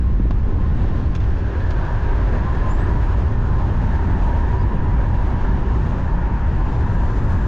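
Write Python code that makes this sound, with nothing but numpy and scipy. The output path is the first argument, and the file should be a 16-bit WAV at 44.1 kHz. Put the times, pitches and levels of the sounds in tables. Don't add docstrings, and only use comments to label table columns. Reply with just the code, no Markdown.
import sys
import numpy as np
from scipy import signal
from scipy.fft import rfft, irfft, next_fast_len
from scipy.io import wavfile
from scipy.ndimage import uniform_filter1d, minimum_filter1d

SR = 44100
rng = np.random.default_rng(int(sys.argv[2]) if len(sys.argv) > 2 else 0)


def output_pcm(signal):
    pcm = np.clip(np.atleast_2d(signal).T, -1, 1) * 32767
    wavfile.write(sys.argv[1], SR, np.round(pcm).astype(np.int16))


N = 329427
T = np.arange(N) / SR
HZ = np.fft.rfftfreq(N, 1 / SR)


def gain_of(db):
    return 10 ** (np.asarray(db) / 20)


def unit_rms(x):
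    return x / np.sqrt(np.mean(x ** 2) + 1e-20)


def db_at(spectrum, hz):
    f, db = np.transpose(spectrum)
    return np.interp(np.log(hz + 1), np.log(f + 1), db)


def curves(rows):
    times, *columns = np.transpose(rows)
    return [np.interp(T, times, column) for column in columns]


def bell(middle_s, length_s):
    return np.exp(-(2 * (T - middle_s) / length_s) ** 2)


def wander(rate_hz):
    size = next_fast_len(N)
    smooth = np.exp(-(np.fft.rfftfreq(size, 1 / SR) / rate_hz) ** 2)
    return unit_rms(irfft(rfft(rng.standard_normal(size)) * smooth, size)[:N])


# (frequency [Hz], side minus mid [dB])
SPREAD = [(60, -28.5), (110, -32.5), (210, -30.5), (390, -27.5), (740, -18.5), (1390, -16), (2600, -10),
          (8000, -2)]
def airflow(spectrum, patchy_db):
    hz = np.fft.rfftfreq(2048, 1 / SR)
    mid_re, mid_im, side_re, side_im, patches = rng.standard_normal((5, N // 512 + 5, len(hz)))
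    patches = uniform_filter1d(patches, size=12, axis=0)
    patches = unit_rms(uniform_filter1d(patches, size=24, axis=1))
    mid = mid_re + 1j * mid_im
    side = (side_re + 1j * side_im) * gain_of(db_at(SPREAD, hz))
    frames = np.array([mid + side, mid - side]) * gain_of(db_at(spectrum, hz) + patchy_db * patches)
    _, noise = signal.istft(frames.transpose(0, 2, 1), nperseg=2048, noverlap=1536)
    return unit_rms(noise[:, :N])


def singing(hz, width_hz):
    phase = 2 * np.pi * np.cumsum(hz) / SR
    mid, side = (unit_rms(wander(width_hz) * np.cos(phase) + wander(width_hz) * np.sin(phase))
                 for _ in range(2))
    return mid + np.outer([1, -1], side * gain_of(db_at(SPREAD, hz.mean())))


def sine(hz):
    return np.sin(2 * np.pi * np.cumsum(hz) / SR)


# (time [s], pitch [Hz], level [dB])
SQUEAKS = [
    [(2.645, 6300, -72), (2.685, 6680, -62), (2.707, 7080, -50), (2.76, 7430, -59), (2.778, 7490, -67),
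     (2.815, 7790, -60), (2.835, 7850, -68), (2.853, 8250, -67), (2.88, 8650, -80)],
    [(3.39, 6580, -81), (3.43, 6650, -67), (3.54, 7050, -82)],
    [(3.543, 7300, -82), (3.557, 7560, -66), (3.593, 8250, -85)],
    [(4.586, 4410, -68), (4.592, 4720, -56), (4.602, 5160, -66), (4.612, 4910, -54), (4.632, 4600, -66)],
]
def squeaks():
    out = np.zeros(N)
    for points in SQUEAKS:
        hz, db = curves(points)
        tone = sine(hz * (1 + .005 * wander(200)))
        sounding = (T > points[0][0]) & (T < points[-1][0])
        out += sounding * gain_of(db + 2.3 * wander(120)) * tone
    return out


# (frequency [Hz], relative level [dB])
SCUFF = [(100, -25), (700, -4), (1500, 0), (3300, 0), (4500, -4), (6800, -5), (8000, -18), (10500, -20),
         (13000, -38), (16000, -55)]
# (frequency [Hz], relative level [dB], time to fall 60 dB [s])
COLLAR_MODES = [(2730, -10, 0.1), (2950, -14, 0.076), (3530, -8.5, 0.055), (4160, -13, 0.054),
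                (4760, -18, 0.052), (5400, -17.5, 0.045), (6350, -23, .04)]
# (time [s], level [dB],
# scuff tilt [dB/octave], scuff decay [s], relative ring [dB], favoured frequency [Hz], relative bounce [dB])
TICKS = [(0.3096, -26.5, -9.5, 0.003, -16, 3300, -11), (1.1516, -33.5, -4, 0.005, -3.5, 5400, -5),
         (1.204, -38, -7.5, .005, -5, 6500, -4), (1.241, -39.5, -6, .004, -7, 4800, -13),
         (1.7065, -38, -4, .008, -1, 4800, -10)]
def collar_ticks(rise_s=0.0015, bounce_s=0.01):
    out = np.zeros(N)
    t = np.arange(-1024, 7168) / SR
    hz, after = np.fft.rfftfreq(len(t), 1 / SR), np.maximum(t, 0)
    for s, db, tilt, decay_s, ring_db, favoured_hz, bounce_db in TICKS:
        envelope = np.exp(-np.maximum(-t / rise_s, t / decay_s))
        colour = gain_of(db_at(SCUFF, hz) + tilt * np.log2((hz + 100) / 4000))
        ring = 0
        for f, mode_db, t60 in COLLAR_MODES:
            favour_db = 8 * np.exp(-((f - favoured_hz) / 300) ** 2)
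            ring += gain_of(mode_db + favour_db - 60 * after / t60) * np.sin(2 * np.pi * f * after)
        for at, touch_db in (s, db), (s + bounce_s, db + bounce_db):
            scuff = unit_rms(irfft(rfft(rng.standard_normal(len(t))) * colour)) * envelope
            touch = scuff + gain_of(ring_db) * ring * np.tanh(after / rise_s)
            out += np.pad(gain_of(touch_db) * touch, (round((at + t[0]) * SR), N))[:N]
    return out


# (time [s], relative level [dB], pitch [Hz])
BUMPS = [(0.148, -26, 238), (0.198, -4.5, 220), (.2, -22, 400), (0.2537, -13, 293), (.255, -23, 620),
         (.3065, -7.5, 190), (.307, -21.5, 685), (0.3085, -24, 1070)]
def bumps(decay_s=0.0035):
    out = np.zeros(N)
    for s, db, hz in BUMPS:
        t = np.maximum(T - s, 0)
        envelope = t / decay_s * np.exp(1 - 2 * t / decay_s)
        out += gain_of(db) * envelope * np.sin(2 * np.pi * hz * t)
    return out


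# (middle [s], length [s], level [dB], pitch [Hz])
WHISTLES = [(0.94, 0.074, -41, 1046), (1.654, .05, -43, 1790), (1.773, 0.039, -35.5, 1550),
            (1.81, 0.11, -40, 946), (2.493, 0.1, -34, 1042), (2.664, 0.13, -31.5, 1039),
            (3.538, 0.24, -37, 1035), (4.31, 0.1, -35, 958), (4.45, 0.22, -41, 1058),
            (4.57, 0.13, -36, 962), (4.724, 0.031, -30, 1026), (7.076, 0.17, -37, 1019)]
def whine(start_hz=1064, sag_hz_per_s=5.5, level_db=-50.5):
    hz = start_hz - sag_hz_per_s * T + 4 * wander(11.7)
    out = gain_of(level_db + 4 * wander(5)) * (sine(hz) + 0.47 * singing(hz, width_hz=28))
    waver_hz = 3 * wander(12.3)
    for s, length, db, note_hz in WHISTLES:
        out += gain_of(db) * bell(s, length) * sine(note_hz + waver_hz)
    return out


# (time [s], centre [Hz], level [dB])
HOOT = [(0, 1500, -63), (1.3, 1560, -56), (1.54, 1590, -42.5), (1.65, 1690, -42.5), (1.77, 1600, -44),
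        (2.1, 1620, -45.5), (2.5, 1680, -45), (2.8, 1700, -46), (3.3, 1680, -55.5), (4.5, 1660, -51),
        (6, 1630, -54), (7.47, 1660, -49)]
def window_hoot():
    hz, db = curves(HOOT)
    return singing(hz + 30 * wander(10), width_hz=135) * gain_of(db + 1.3 * wander(12))


# (time [s], level [dB])
FIZZ = [(1000, -20), (3100, -5.5), (3850, 5.5), (4700, 0), (6800, 4), (7900, -5), (8800, -7), (9400, -12),
        (10300, -11), (11800, -16.5), (13300, -13.5), (15500, -28)]
FIZZ_LEVEL = [(0, -79), (.85, -70), (1.4, -73), (2, -68.5), (3.05, -63), (3.35, -67.5), (4.2, -62.5),
              (4.9, -68), (5.25, -62.5), (5.5, -71), (5.75, -62.5), (6.3, -69.5), (6.85, -62), (7.47, -60)]
# (time [s], level [dB])
RUSH = [(300, -1), (1000, 0), (1500, 3), (2200, -4.5), (3000, -7), (4000, -12.5), (5500, -18.5),
        (6850, -22.5), (7400, -32.5), (9300, -38.5), (10300, -38), (11800, -49.5), (13500, -53),
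        (15500, -62)]
RUSH_LEVEL = [(0, -49), (.3, -48.5), (.7, -46.5), (.87, -43), (1.05, -45), (1.4, -44), (2.1, -42),
              (3.08, -43.5), (3.38, -45.5), (3.7, -44), (4.25, -43.5), (4.85, -47), (5.25, -44.5),
              (5.75, -44.5), (6.35, -47), (6.75, -44.5), (7.47, -46)]
def window_hiss(flutter):
    rush = airflow(RUSH, patchy_db=0.5) * gain_of(curves(RUSH_LEVEL)[0] + 0.64 * flutter)
    fizz = airflow(FIZZ, patchy_db=-0.5) * gain_of(curves(FIZZ_LEVEL)[0] + 1.2 * flutter)
    return rush + fizz


# (time [s], centre [Hz], level [dB])
TREAD = [(0, 980, -59.5), (1.3, 976, -59), (1.8, 945, -43), (2.4, 968, -44), (3, 965, -40.5),
         (3.4, 935, -44.5), (3.7, 920, -37.5), (4.15, 922, -39), (4.6, 958, -39.5), (5, 958, -39.5),
         (5.5, 930, -41.5), (6.4, 922, -42), (6.95, 950, -39.5), (7.47, 920, -49)]
def tyre_tread():
    hz, db = curves(TREAD)
    tone = gain_of(-4.5) * unit_rms(sine(hz + 12.93 * wander(22.05)))
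    band = singing(hz + 14 * wander(9.02), width_hz=66)
    low_band = gain_of(-7.5) * singing(hz * .88, width_hz=62)
    return (tone + band + low_band) * gain_of(db + wander(24))


# (time [s], relative level [dB])
ROAR = [(100, -47.5), (600, -8.5), (850, 3), (1030, 4), (1180, -1.5), (1400, -2.5), (1620, -2.5),
        (1790, -1.5), (2050, -12.5), (2800, -19.5), (5000, -59.5), (12000, -87)]
ROAR_LEVEL = [(0, -51.5), (.35, -49), (.8, -44.5), (1.1, -48), (1.35, -45), (1.75, -41), (2.8, -39.5),
              (3.4, -42.5), (3.85, -40.5), (5.3, -40), (6.2, -40.5), (7.47, -40)]
def tyre_roar(flutter):
    return airflow(ROAR, patchy_db=1.6) * gain_of(curves(ROAR_LEVEL)[0] + 2.5 + 0.29 * flutter)


# (middle [s], length [s], change in the cabin [dB])
GUSTS = [(0.533, 0.16, 5.5), (0.87, 0.2, 4), (6.362, 0.071, -6.5)]
def gusts_db():
    return sum(db * bell(s, length) for s, length, db in GUSTS)


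# (frequency [Hz], relative level [dB])
BOOM = [(120, -28.5), (230, -1.5), (290, 0), (340, -2.5), (385, 2), (430, -7.5), (520, -19), (1000, -39.5),
        (5000, -100)]
DRONE = [(150, -32), (350, 0.5), (480, 3.5), (570, 5), (660, 1.5), (800, 1.5), (1000, -5.5), (1250, -9.5),
         (2500, -31.5), (9000, -89.5)]
def cabin(flutter, usual_db=-42.5):
    drive_db = (curves(RUSH_LEVEL)[0] + curves(ROAR_LEVEL)[0]) / 2 - usual_db
    boom_db = -35.5 + 0.54 * drive_db + gusts_db()
    drone_db = -37.5 + 1.25 * drive_db + gusts_db() + 0.69 * flutter
    boom = airflow(BOOM, patchy_db=2) * gain_of(boom_db)
    drone = airflow(DRONE, patchy_db=1) * gain_of(drone_db)
    return boom + drone


# (time [s], relative level [dB])
RUMBLE = [(40, -6.5), (100, -0.5), (160, 6.5), (210, 1), (270, -4.5), (340, -11), (700, -30.5), (1200, -39),
          (8000, -100)]
RUMBLE_LEVEL = [(0, -31), (.22, -28), (.48, -32.5), (.72, -25.5), (1.3, -34), (1.7, -33), (2.15, -32.5),
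                (2.4, -29), (3.4, -28), (3.9, -24.5), (4.3, -26), (4.55, -31.5), (4.8, -24.5), (5.4, -27.5),
                (5.75, -26), (6.4, -28.5), (7.05, -26.5), (7.47, -27)]
# (time [s], level [dB])
BUFFET = [(5, -30), (14, -4.5), (28, -.5), (38, 1.5), (50, -0.5), (60, -3.5), (72, -3.5), (84, -2),
          (118, -9.5), (150, -22), (250, -30.5), (500, -51), (3000, -130)]
BUFFET_LEVEL = [(0, -14.5), (.9, -13), (1.4, -19.5), (2, -16.5), (2.4, -17), (2.9, -13.5), (3.5, -15.5),
                (4.4, -15.5), (5.1, -12), (6, -18), (6.4, -18.5), (6.7, -15.5), (7.47, -14)]
def wind():
    buffet_db, = curves(BUFFET_LEVEL)
    buffet = airflow(BUFFET, patchy_db=1) * gain_of(buffet_db)
    eddies_db = .7 * wander(16)
    rumble_db = curves(RUMBLE_LEVEL)[0] + 0.5 + 0.22 * gusts_db()
    rumble = airflow(RUMBLE, patchy_db=1) * gain_of(rumble_db + eddies_db)
    throb_hz = 54 + 11 * wander(11)
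    throb = sine(throb_hz) * gain_of(buffet_db - 3.5 + 2 * wander(3.6))
    return buffet + rumble + throb


# (frequency [Hz], left minus right [dB])
LEAN = [(130, 0.5), (270, 0), (580, 1.5), (1220, 4.5), (2600, 2)]
def scene():
    mix = wind()
    flutter = wander(18)
    mix += cabin(flutter) + tyre_roar(flutter) + window_hiss(flutter)
    mix += tyre_tread() + window_hoot() + whine() + squeaks() + collar_ticks() + bumps()
    lean_db = np.outer([.5, -.5], db_at(LEAN, HZ))
    return irfft(rfft(mix) * gain_of(lean_db), N)


def limiter(x, ceiling_db, recovery_db_per_s):
    over_db = np.maximum(20 * np.log10(abs(x).max(0) + 1e-9) - ceiling_db, 0)
    recovery_db = T * recovery_db_per_s
    duck_db = np.maximum.accumulate(over_db + recovery_db) - recovery_db
    held_db = minimum_filter1d(-duck_db, size=200)
    return x * gain_of(uniform_filter1d(held_db, size=200))


def record(dry):
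    mid = dry.mean(0)
    width = np.clip((T - 5.62) / 1.37, 0, 1)
    image = mid + (dry - mid) * width
    bass = irfft(rfft(image) / (1 + (HZ / 230) ** 4), N)
    out = image - bass + limiter(bass, ceiling_db=-11, recovery_db_per_s=202)
    lowpass = signal.firwin(511, 15700, window=("kaiser", 9), fs=SR)
    return signal.oaconvolve(out, lowpass[None], "same")


dry = scene()
out = record(dry)
output_pcm(out)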